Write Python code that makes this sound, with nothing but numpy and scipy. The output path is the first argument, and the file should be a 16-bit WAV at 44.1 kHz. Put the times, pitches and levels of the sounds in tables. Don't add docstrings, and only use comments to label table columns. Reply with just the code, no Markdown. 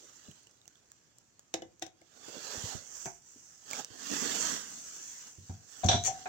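import sys
import numpy as np
from scipy import signal
from scipy.fft import rfft, irfft, next_fast_len
from scipy.io import wavfile
from scipy.ndimage import uniform_filter1d, map_coordinates

SR = 44100
rng = np.random.default_rng(int(sys.argv[2]) if len(sys.argv) > 2 else 0)


def put_to_file(sound):
    columns = np.atleast_2d(sound).T
    safe = np.clip(columns, -1, 1)
    whole_steps = np.round(safe * 32767)
    wavfile.write(sys.argv[1], SR, whole_steps.astype(np.int16))


N = 276948
AGE = np.arange(SR * 3 // 5) / SR

# (time [s], level [dB], clack re level [dB], steel re level [dB],
# share of the free ring time [0-1], most excited frame pitch [Hz])
PRESS_BLOWS = [(3.057, -37, -0.5, -29, 0.4, 680), (5.494, -49, -4, -27, 0.58, 780),
               (5.834, -24, -12.5, -19, 0.31, 700), (5.886, -18.5, -8.5, 2, 0.38, 690),
               (6.075, -28, -14, -27, 0.69, 780), (6.257, -28.5, -6, -24, 0.94, 760)]
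# (frequency [Hz], level [dB], t60 [s])
FRAME_MODES = [(550, -38.5, .2), (703.6, 2, 0.65), (763.5, 4, 0.43), (751, -8, 0.95), (926, -22.5, 0.13),
               (966.4, -10, 0.45)]
# (frequency [Hz], density [dB per Hz])
CLUNK_SPECTRUM = [(150, 6), (320, -0.5), (480, -2.5), (670, 14), (950, 0), (1150, -9), (2000, -43)]
# (frequency [Hz], density [dB per Hz])
CLACK_SPECTRUM = [(200, -37), (390, 12), (550, -26), (860, 15.5), (1150, -3.5), (1530, 3.5), (1720, 6),
                  (1900, -6), (2150, 0.5), (2400, 2), (2900, -21), (4000, -46)]
# (frequency [Hz], level [dB], t60 [s])
LINKAGE_MODES = [(3155, -17, .22), (3391, -13, 0.33), (3830, -3, 0.39), (3830, -3, .4), (3805, -17.5, .35),
                 (3935, 30, 0.73), (3990, -17, .25), (4936, -14, .25), (5464, -54, .35), (5740, 26, 0.74),
                 (6400, 15, 0.83), (5923, -30, .35), (6700, -3, .2), (5850, 26, 0.096), (7122, -22, .3)]
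# (frequency [Hz], density [dB per Hz])
CLANG_SPECTRUM = [(2400, -18), (3100, -6), (3500, 6.5), (3950, 0), (4300, -7.5), (5200, -12.5), (5800, 3),
                  (6300, -3), (6800, -14), (7400, -9), (8300, -20), (9500, -87)]
# (time [s], slips [count], first gap [s], level [dB])
CATCH_RUNS_TABLE = [(5.843, 2, 0.018, -20), (6.038, 7, 0.009, -19.5)]
# (frequency [Hz], density [dB per Hz])
CATCH_SPECTRUM = [(1180, -20), (2000, -17), (3520, -11.5), (3910, -62), (4260, -5.5), (5350, -23),
                  (5730, 3), (6590, 3.5), (7380, 2), (8330, -20.5), (11100, -26.5), (12400, -44),
                  (16000, -18)]
# (time [s], level [dB])
BENCH_THUDS = [(5.381, -44), (5.495, -33.5), (5.848, -18.5), (5.939, -24.5), (6.015, -46)]
# (frequency [Hz], level [dB], t60 [s])
BENCH_MODES = [(70, -34, 0.055), (92.8, 2, 0.29), (110.8, -8.5, 0.46), (157.5, -13, 0.35),
               (215.7, -14, 0.28), (306, -29, 0.13)]
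# (frequency [Hz], density [dB per Hz])
JOSTLE_SPECTRUM = [(35, -14), (80, 8.5), (200, 4), (330, -4), (600, -19), (1500, -52)]
# (time [s], level [dB], knock re level [dB], click t60 [s],
# click pan [dB], strike point across the plate [0-1])
PLIER_KNOCKS = [(1.5404, -21.5, -14.5, 0.02, -4.5, 0.17), (1.6207, -41.5, -2, 0.021, 6, 0.14),
                (1.8177, -49.5, -1, 0.022, 2, 0.27), (1.823, -26, -15.5, 0.041, 2.5, 0.27),
                (1.8642, -41.5, -14.5, 0.033, 10, 0.1), (2.0138, -62, 1.5, 0.028, -7, 0.19)]
# (frequency [Hz], level [dB], t60 [s])
PLATE_MODES = [(332, -7.5, 0.066), (432, -23, 0.072), (525, 1, 0.065), (674, 1.5, 0.049), (753, -1, 0.05),
               (860, -28, 0.092), (1750, -9.5, 0.029), (2036, -16, 0.053), (2970, -14.5, 0.042),
               (3530, -25, 0.039), (6370, -20.5, 0.17)]
# (frequency [Hz], density [dB per Hz])
CLICK_SPECTRUM = [(300, -19), (900, -27), (1200, -14), (1700, -6.5), (2400, -9.5), (3000, -6.5), (3700, -2),
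                  (4600, -13), (6000, -0.5), (7500, -7), (9000, -24), (12000, -36), (16000, -19.5)]
# (time [s], level [dB], pitch [Hz], pan [dB])
TIP_TICKS = [(0.313, -44.5, 2980, -8.5), (0.47, -45.5, 2950, -5), (0.6785, -38.5, 6430, -11.5),
             (0.918, -40, 7160, -7), (1.1843, -44, 7500, -2), (1.3938, -41.5, 6900, -3),
             (1.7958, -48.5, 6200, -13), (2.016, -52, 2190, 7), (2.2854, -45, 6500, 9),
             (3.057, -28.5, 6230, 6), (3.7114, -27, 6970, -10), (3.732, -24.5, 2270, -5),
             (3.8466, -27.5, 5990, -1)]
# (time at full speed [s], rise [s], hold [s], fall [s], level [dB],
# pressure [0-1], pan [dB])
CLOTH_STROKES = [(-0.01, 0.19, 0.29, 0.61, -60.5, 0.67, -6.5), (0.71, 0.15, 1, 0.85, -70.5, 0.64, -4.5),
                 (2.287, 0.2, 0.19, 0.2, -57, 1, -11), (2.512, 0.32, 0.22, 0.15, -47.5, 0.87, -11),
                 (2.969, 0.32, 0.1, 0.13, -49, 0.02, -10), (3.328, 0.43, 0.38, 0.096, -58.5, 0.02, -5.5),
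                 (3.742, 0.096, 0.057, 0.057, -45.5, 0.95, -9.5),
                 (4.153, 0.24, 0.2, 0.28, -40.5, 0.93, -9.5), (4.406, 0.13, 0.098, 0.21, -37.5, 0.78, -8.5),
                 (4.714, 0.29, 0.56, 0.17, -47.5, 0.18, -3), (5.47, 0.31, 0.067, 0.19, -57.5, 0.3, -2.5),
                 (5.72, 0.14, 0.19, 0.9, -53.5, 0.42, -9), (6.16, 0.86, 0.26, 0.2, -58, 0.9, -3)]
# (frequency [Hz], density [dB per Hz])
DRAG_SPECTRUM = [(59, -30), (100, -19), (247, -1.5), (345, -7), (424, -1.5), (808, -3), (945, -7),
                 (1200, -12), (1560, -20), (2640, -120)]
# (frequency [Hz], density [dB per Hz])
GRIP_SPECTRUM = [(59, -38), (100, -12.5), (135, -16.5), (189, -3.5), (286, 0), (371, -7), (466, -1.5),
                 (533, -9), (670, -7), (1200, -14), (1560, -62), (2640, -120)]
# (frequency [Hz], density [dB per Hz])
RUB_SPECTRUM = [(800, -19), (1200, -1), (1700, 1.5), (2250, -8.5), (2800, -2.5), (3460, -0.5), (3850, -5),
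                (4350, 1), (5000, -0.5), (6000, -1.5), (7500, -1.5), (9000, -31), (12000, -20)]
# (frequency [Hz], density [dB per Hz])
SHEEN_SPECTRUM = [(1800, -17.5), (3000, -21), (3800, -34), (5000, -12.5), (6000, 1.5), (6400, 0),
                  (7500, -0.5), (8400, -14), (9500, -23), (13500, -38), (14900, -13.5), (15800, -24.5)]
# (time [s], level [dB], pitch [Hz])
CAMERA_BUMPS = [(0.281, -41, 188), (2.282, -39, 444), (2.367, -40.5, 337), (2.573, -36, 93),
                (2.637, -29, 118), (2.748, -30, 145), (3.059, -38.5, 150), (3.359, -49.5, 286),
                (3.903, -48, 134), (4.126, -36, 280), (4.309, -41, 270)]
# (frequency [Hz], density [dB per Hz])
QUIET_SPECTRUM = [(15, -54), (25, -10.5), (120, -0.5), (206, -7), (335, -6), (503, -13.5), (2000, -19.5),
                  (2480, -19), (3720, -26), (4740, -22.5), (5430, -31.5), (7510, -25), (8140, -41.5),
                  (12200, -32), (16000, -58.5)]
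# (frequency [Hz], likeness [0-1])
STEREO_LIKENESS = [(100, 0.47), (300, 0.6), (700, 0.13), (1500, 0.057), (5000, 0.0044)]
# (frequency [Hz], t60 [s])
ROOM_DECAY = [(100, 0.57), (600, 0.24), (4000, 0.18), (12000, 0.1)]

FOCUS_DB_PER_OCTAVE = 38
CLUNK_DB = -5
STEEL_DB, CLANG_DB = -20.5, -4.5
STEEL_T60_S = 0.42
FLIGHT_S, RATTLE_GAP_S = 0.028, 0.0135
REBOUND_DB, REBOUND_LOSS_DB = -8.5, 3
REBOUND_CLACK_DB, REBOUND_STEEL_DB = -3, 1.5
REBOUND_FREE = 0.53
SLIP_SHRINK, SLIP_EDGE_DB = 0.91, 6
BOOM_DB, JOSTLE_DB = -5, -10.5
CARRIED_DB = -10.5
FUMBLE_START_S, FUMBLE_END_S = 0.17, 0.78
FUMBLE_DB, FUMBLE_HZ, FUMBLE_PAN_DB = -52, 4800, -5
FUMBLE_OCTAVES = 0.98
SWING_S = 3.88
STROKE_RANGE_DB = 20
SAG_DB_PER_S = 4.5
DRAG_DB, DRAG_LIGHT_DB = -3.5, -18.5
RUB_DB, RUB_LIGHT_DB = 2.5, -12.5
UNEVEN_DB = 0.9
SCATTER_DB, DETUNE = 2, 0.012
QUIET_DB = -72
BASS_HZ, TOP_HZ = 42, 16100


def press():
    out = np.zeros((2, N))
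    linkage = [(hz, level, min(t60, STEEL_T60_S)) for hz, level, t60 in LINKAGE_MODES]
    for s, db, clack_db, steel_db, free, focus_hz in PRESS_BLOWS + rebounds(count=4):
        frame = []
        for hz, level, t60 in FRAME_MODES:
            octaves_away = abs(np.log2(hz / focus_hz))
            frame.append((hz, level - FOCUS_DB_PER_OCTAVE * octaves_away, t60 * free))
        add(out, s, amp(db - 11) * ring(frame, attack=0.00087, lead_ms=0.19))
        clunk = burst(CLUNK_SPECTRUM, t60=0.29 * free, attack=0.0029)
        add(out, s, amp(db + CLUNK_DB) * (1 - free) * clunk)
        add(out, s, amp(db + clack_db - 5) * burst(CLACK_SPECTRUM, t60=0.16, attack=0.00029))
        add(out, s, amp(db + steel_db + STEEL_DB) * ring(linkage, attack=0.0021, lead_ms=0.28))
        add(out, s, amp(db + steel_db + CLANG_DB) * burst(CLANG_SPECTRUM, t60=0.21, attack=0.00034))
    return out + amp(-10.5) * room(out)


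def rebounds(count):
    s, db, *_, focus_hz = max(PRESS_BLOWS, key=lambda blow: blow[1])
    return [(s + FLIGHT_S + RATTLE_GAP_S * k, db + REBOUND_DB - REBOUND_LOSS_DB * k,
             REBOUND_CLACK_DB, REBOUND_STEEL_DB, REBOUND_FREE, focus_hz) for k in range(count)]


def catch():
    out = np.zeros((2, N))
    for s, slips, gap, db in CATCH_RUNS_TABLE:
        for k, place in enumerate(np.linspace(-1, 1, slips)):
            slip = burst(CATCH_SPECTRUM, t60=0.021, attack=0.0005)
            add(out, s, amp(db - 11 - SLIP_EDGE_DB * place ** 2) * slip)
            s += gap * SLIP_SHRINK ** k
    return panned(out + amp(-1) * room(out), pan_db=5)


def thuds():
    out = np.zeros((2, N))
    modes = [amp(db) * fade(t60, attack=0.0032) * np.sin(2 * np.pi * hz * AGE)
             for hz, db, t60 in BENCH_MODES]
    boom = unit_onset(np.array([sum(modes)] * 2))
    for s, db in BENCH_THUDS:
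        add(out, s, amp(db + BOOM_DB) * boom)
        add(out, s, amp(db + JOSTLE_DB) * burst(JOSTLE_SPECTRUM, t60=0.15, attack=0.003))
    return out + amp(-21.5) * room(out)


def pliers():
    out = np.zeros((2, N))
    for s, db, knock_db, t60, pan_db, point in PLIER_KNOCKS:
        scrape = burst(CLICK_SPECTRUM, t60=0.017, attack=0.00026)[:, SR // 100::-1]
        add(out, s - .01, amp(db - 38) * scrape)
        click = burst(CLICK_SPECTRUM, t60, attack=0.000063)
        add(out, s, amp(db - 10.5) * panned(click, pan_db))
        plate = [(hz, level - 12 * np.sin(np.pi * k * point) ** 2, life)
                 for k, (hz, level, life) in enumerate(PLATE_MODES)]
        add(out, s, amp(db + knock_db + 1) * ring(plate, attack=0.0026, lead_ms=0.26))
        carried = burst(CLUNK_SPECTRUM, t60=0.12, attack=0.002)
        add(out, s, amp(db + knock_db + CARRIED_DB) * carried)
    return out + amp(-9) * room(out)


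def ticks():
    out = np.zeros((2, N))
    crack_spectrum = [(500, 5.5), (3000, -2), (8000, 14), (10000, -47), (16000, 7)]  # (Hz, dB per Hz)
    for s, db, hz, pan_db in TIP_TICKS + list(grazes(count=8)):
        cycles = hz * AGE
        phase = rng.random((2, 1))
        snap = unit_onset(amp(-4 * cycles) * cycles ** 2 * np.sin(2 * np.pi * (cycles + phase)))
        crack = burst(crack_spectrum, t60=0.0051, attack=0.00034)
        add(out, s, amp(db - 16) * panned(snap + amp(1) * crack, pan_db))
    return out + amp(-14) * room(out)


def grazes(count):
    slot = (FUMBLE_END_S - FUMBLE_START_S) / count
    for k, (when, size, pitch, side) in enumerate(rng.uniform(-0.84, 1, (count, 4))):
        s = FUMBLE_START_S + slot * (k + .5 + .5 * when)
        hz = FUMBLE_HZ * 2 ** (FUMBLE_OCTAVES * pitch)
        yield s, FUMBLE_DB + 3 * size, hz, FUMBLE_PAN_DB + 6 * side


def sleeve():
    t = np.arange(N) / SR
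    fibres = amp(1.93 * rng.standard_normal(N) + 0.89 * wobble(250))
    on_press = noise(DRAG_SPECTRUM, N, fibres, lead_ms=-0.23)
    on_camera = noise(GRIP_SPECTRUM, N, fibres, lead_ms=-0.86)
    contact = np.where(t < SWING_S, on_press, on_camera)
    drag = amp(DRAG_DB + 2.1 * wobble(40)) * patchy(contact, depth_db=3)
    rub_noise = noise(RUB_SPECTRUM, N, fibres, lead_ms=-0.481)
    rub = amp(RUB_DB + UNEVEN_DB * wobble(45)) * patchy(rub_noise, depth_db=3)
    sheen_noise = noise(SHEEN_SPECTRUM, N, fibres)
    sheen = amp(1.5 + UNEVEN_DB * wobble(25)) * patchy(sheen_noise, depth_db=2)
    return drag * strokes(DRAG_LIGHT_DB) + rub * strokes(RUB_LIGHT_DB) + sheen * strokes(0)


def strokes(light_db):
    t, power = np.arange(N) / SR, np.zeros((2, N))
    for s, rise, hold, fall, db, pressure, pan_db in CLOTH_STROKES:
        away = np.maximum(s - t, 0) / rise + np.maximum(t - s - hold, 0) / fall
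        level_db = db - STROKE_RANGE_DB * away - SAG_DB_PER_S * np.clip(t - s, 0, hold)
        power += panned(amp(level_db + light_db * (1 - pressure)), pan_db) ** 2
    return np.sqrt(power)


def patchy(x, depth_db):
    z = signal.stft(x, nperseg=1024)[2]
    field = rng.standard_normal(z.shape[1:])
    field = uniform_filter1d(field, size=5, axis=0)
    field = uniform_filter1d(field, size=7, axis=1)
    return unit(signal.istft(z * amp(depth_db * unit(field)))[1][:, :N])


def bumps():
    out = np.zeros((2, N))
    for s, db, hz in CAMERA_BUMPS:
        colour = [(hz / 4, -18), (hz / 2, -7), (hz, 0), (hz * 1.18, -6), (hz * 3, -24), (hz * 8, -55)]
        add(out, s, amp(db - 8.5) * burst(colour, t60=0.097, attack=0.0016))
    return out + amp(-21.5) * room(out)


def room(x):
    hz, t, z = signal.stft(noise([(SR / 2, 0)], SR // 2), SR, nperseg=256)
    decay = amp(-60 * t / along(ROOM_DECAY, hz)[:, None])
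    tail = signal.istft(z * decay, SR, nperseg=256)[1]
    return signal.fftconvolve(x, tail / np.linalg.norm(tail[0]), axes=1)[:, :N]


def quiet():
    return amp(QUIET_DB) * noise(QUIET_SPECTRUM, N)


def ring(modes, attack, lead_ms):
    t = AGE + np.array([[.5], [-.5]]) * lead_ms / 1000
    total = 0
    for hz, db, t60 in modes:
        size, shift = rng.standard_normal(2)
        phase = rng.random()
        sine = np.sin(2 * np.pi * (hz * (1 + DETUNE * shift) * t) + 2 * np.pi * phase)
        total = total + amp(db + SCATTER_DB * size) * fade(t60, attack) * sine
    return unit_onset(total)


def burst(spectrum, t60, attack):
    return unit_onset(noise(spectrum, len(AGE)) * fade(t60, attack))


def fade(t60, attack):
    return amp(-60 * AGE / t60) * (1 - np.exp(-AGE / attack))


def noise(spectrum, size, grain=1, lead_ms=0):
    m = next_fast_len(size + 4096)
    hz = np.fft.rfftfreq(m, 1 / SR)
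    turn = np.arccos(np.clip(along(STEREO_LIKENESS, hz), -1, 1)) / 2
    white = rfft(rng.standard_normal((2, size)) * grain, m)
    mid, side = white * amp(along(spectrum, hz)) * [np.cos(turn), np.sin(turn)]
    lead = np.exp(1j * np.pi * hz * lead_ms / 1000)
    return unit(irfft([(mid + side) * lead, (mid - side) / lead], m)[:, :size])


def wobble(rate):
    knots = rng.standard_normal(int(N * rate / SR) + 4)
    return map_coordinates(knots, [np.arange(N) * rate / SR])


def along(points, hz):
    f, v = np.transpose(points)
    return np.interp(np.log(hz + 1), np.log(f + 1), v)


def amp(db):
    return 10 ** (np.asarray(db) / 20)


def unit(x):
    return x / np.sqrt(np.mean(x ** 2) + 1e-20)


def unit_onset(x):
    return x / np.sqrt(np.mean(x[:, :SR // 100] ** 2) + 1e-20)


def panned(x, pan_db):
    return x * amp(np.array([[.5], [-.5]]) * pan_db)


def add(track, s, sound):
    part = track[:, round(s * SR):][:, :sound.shape[1]]
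    part += sound[:, :part.shape[1]]


def scene():
    return press() + catch() + thuds() + pliers() + ticks() + sleeve() + bumps() + quiet()


def record(dry):
    m = next_fast_len(N + SR // 2)
    hz = np.fft.rfftfreq(m, 1 / SR)
    bass_cut = (1j * hz / (1j * hz + BASS_HZ)) ** 2
    return irfft(rfft(dry, m) * bass_cut * (hz < TOP_HZ), m)[:, :N]


dry = scene()
out = record(dry)
put_to_file(out)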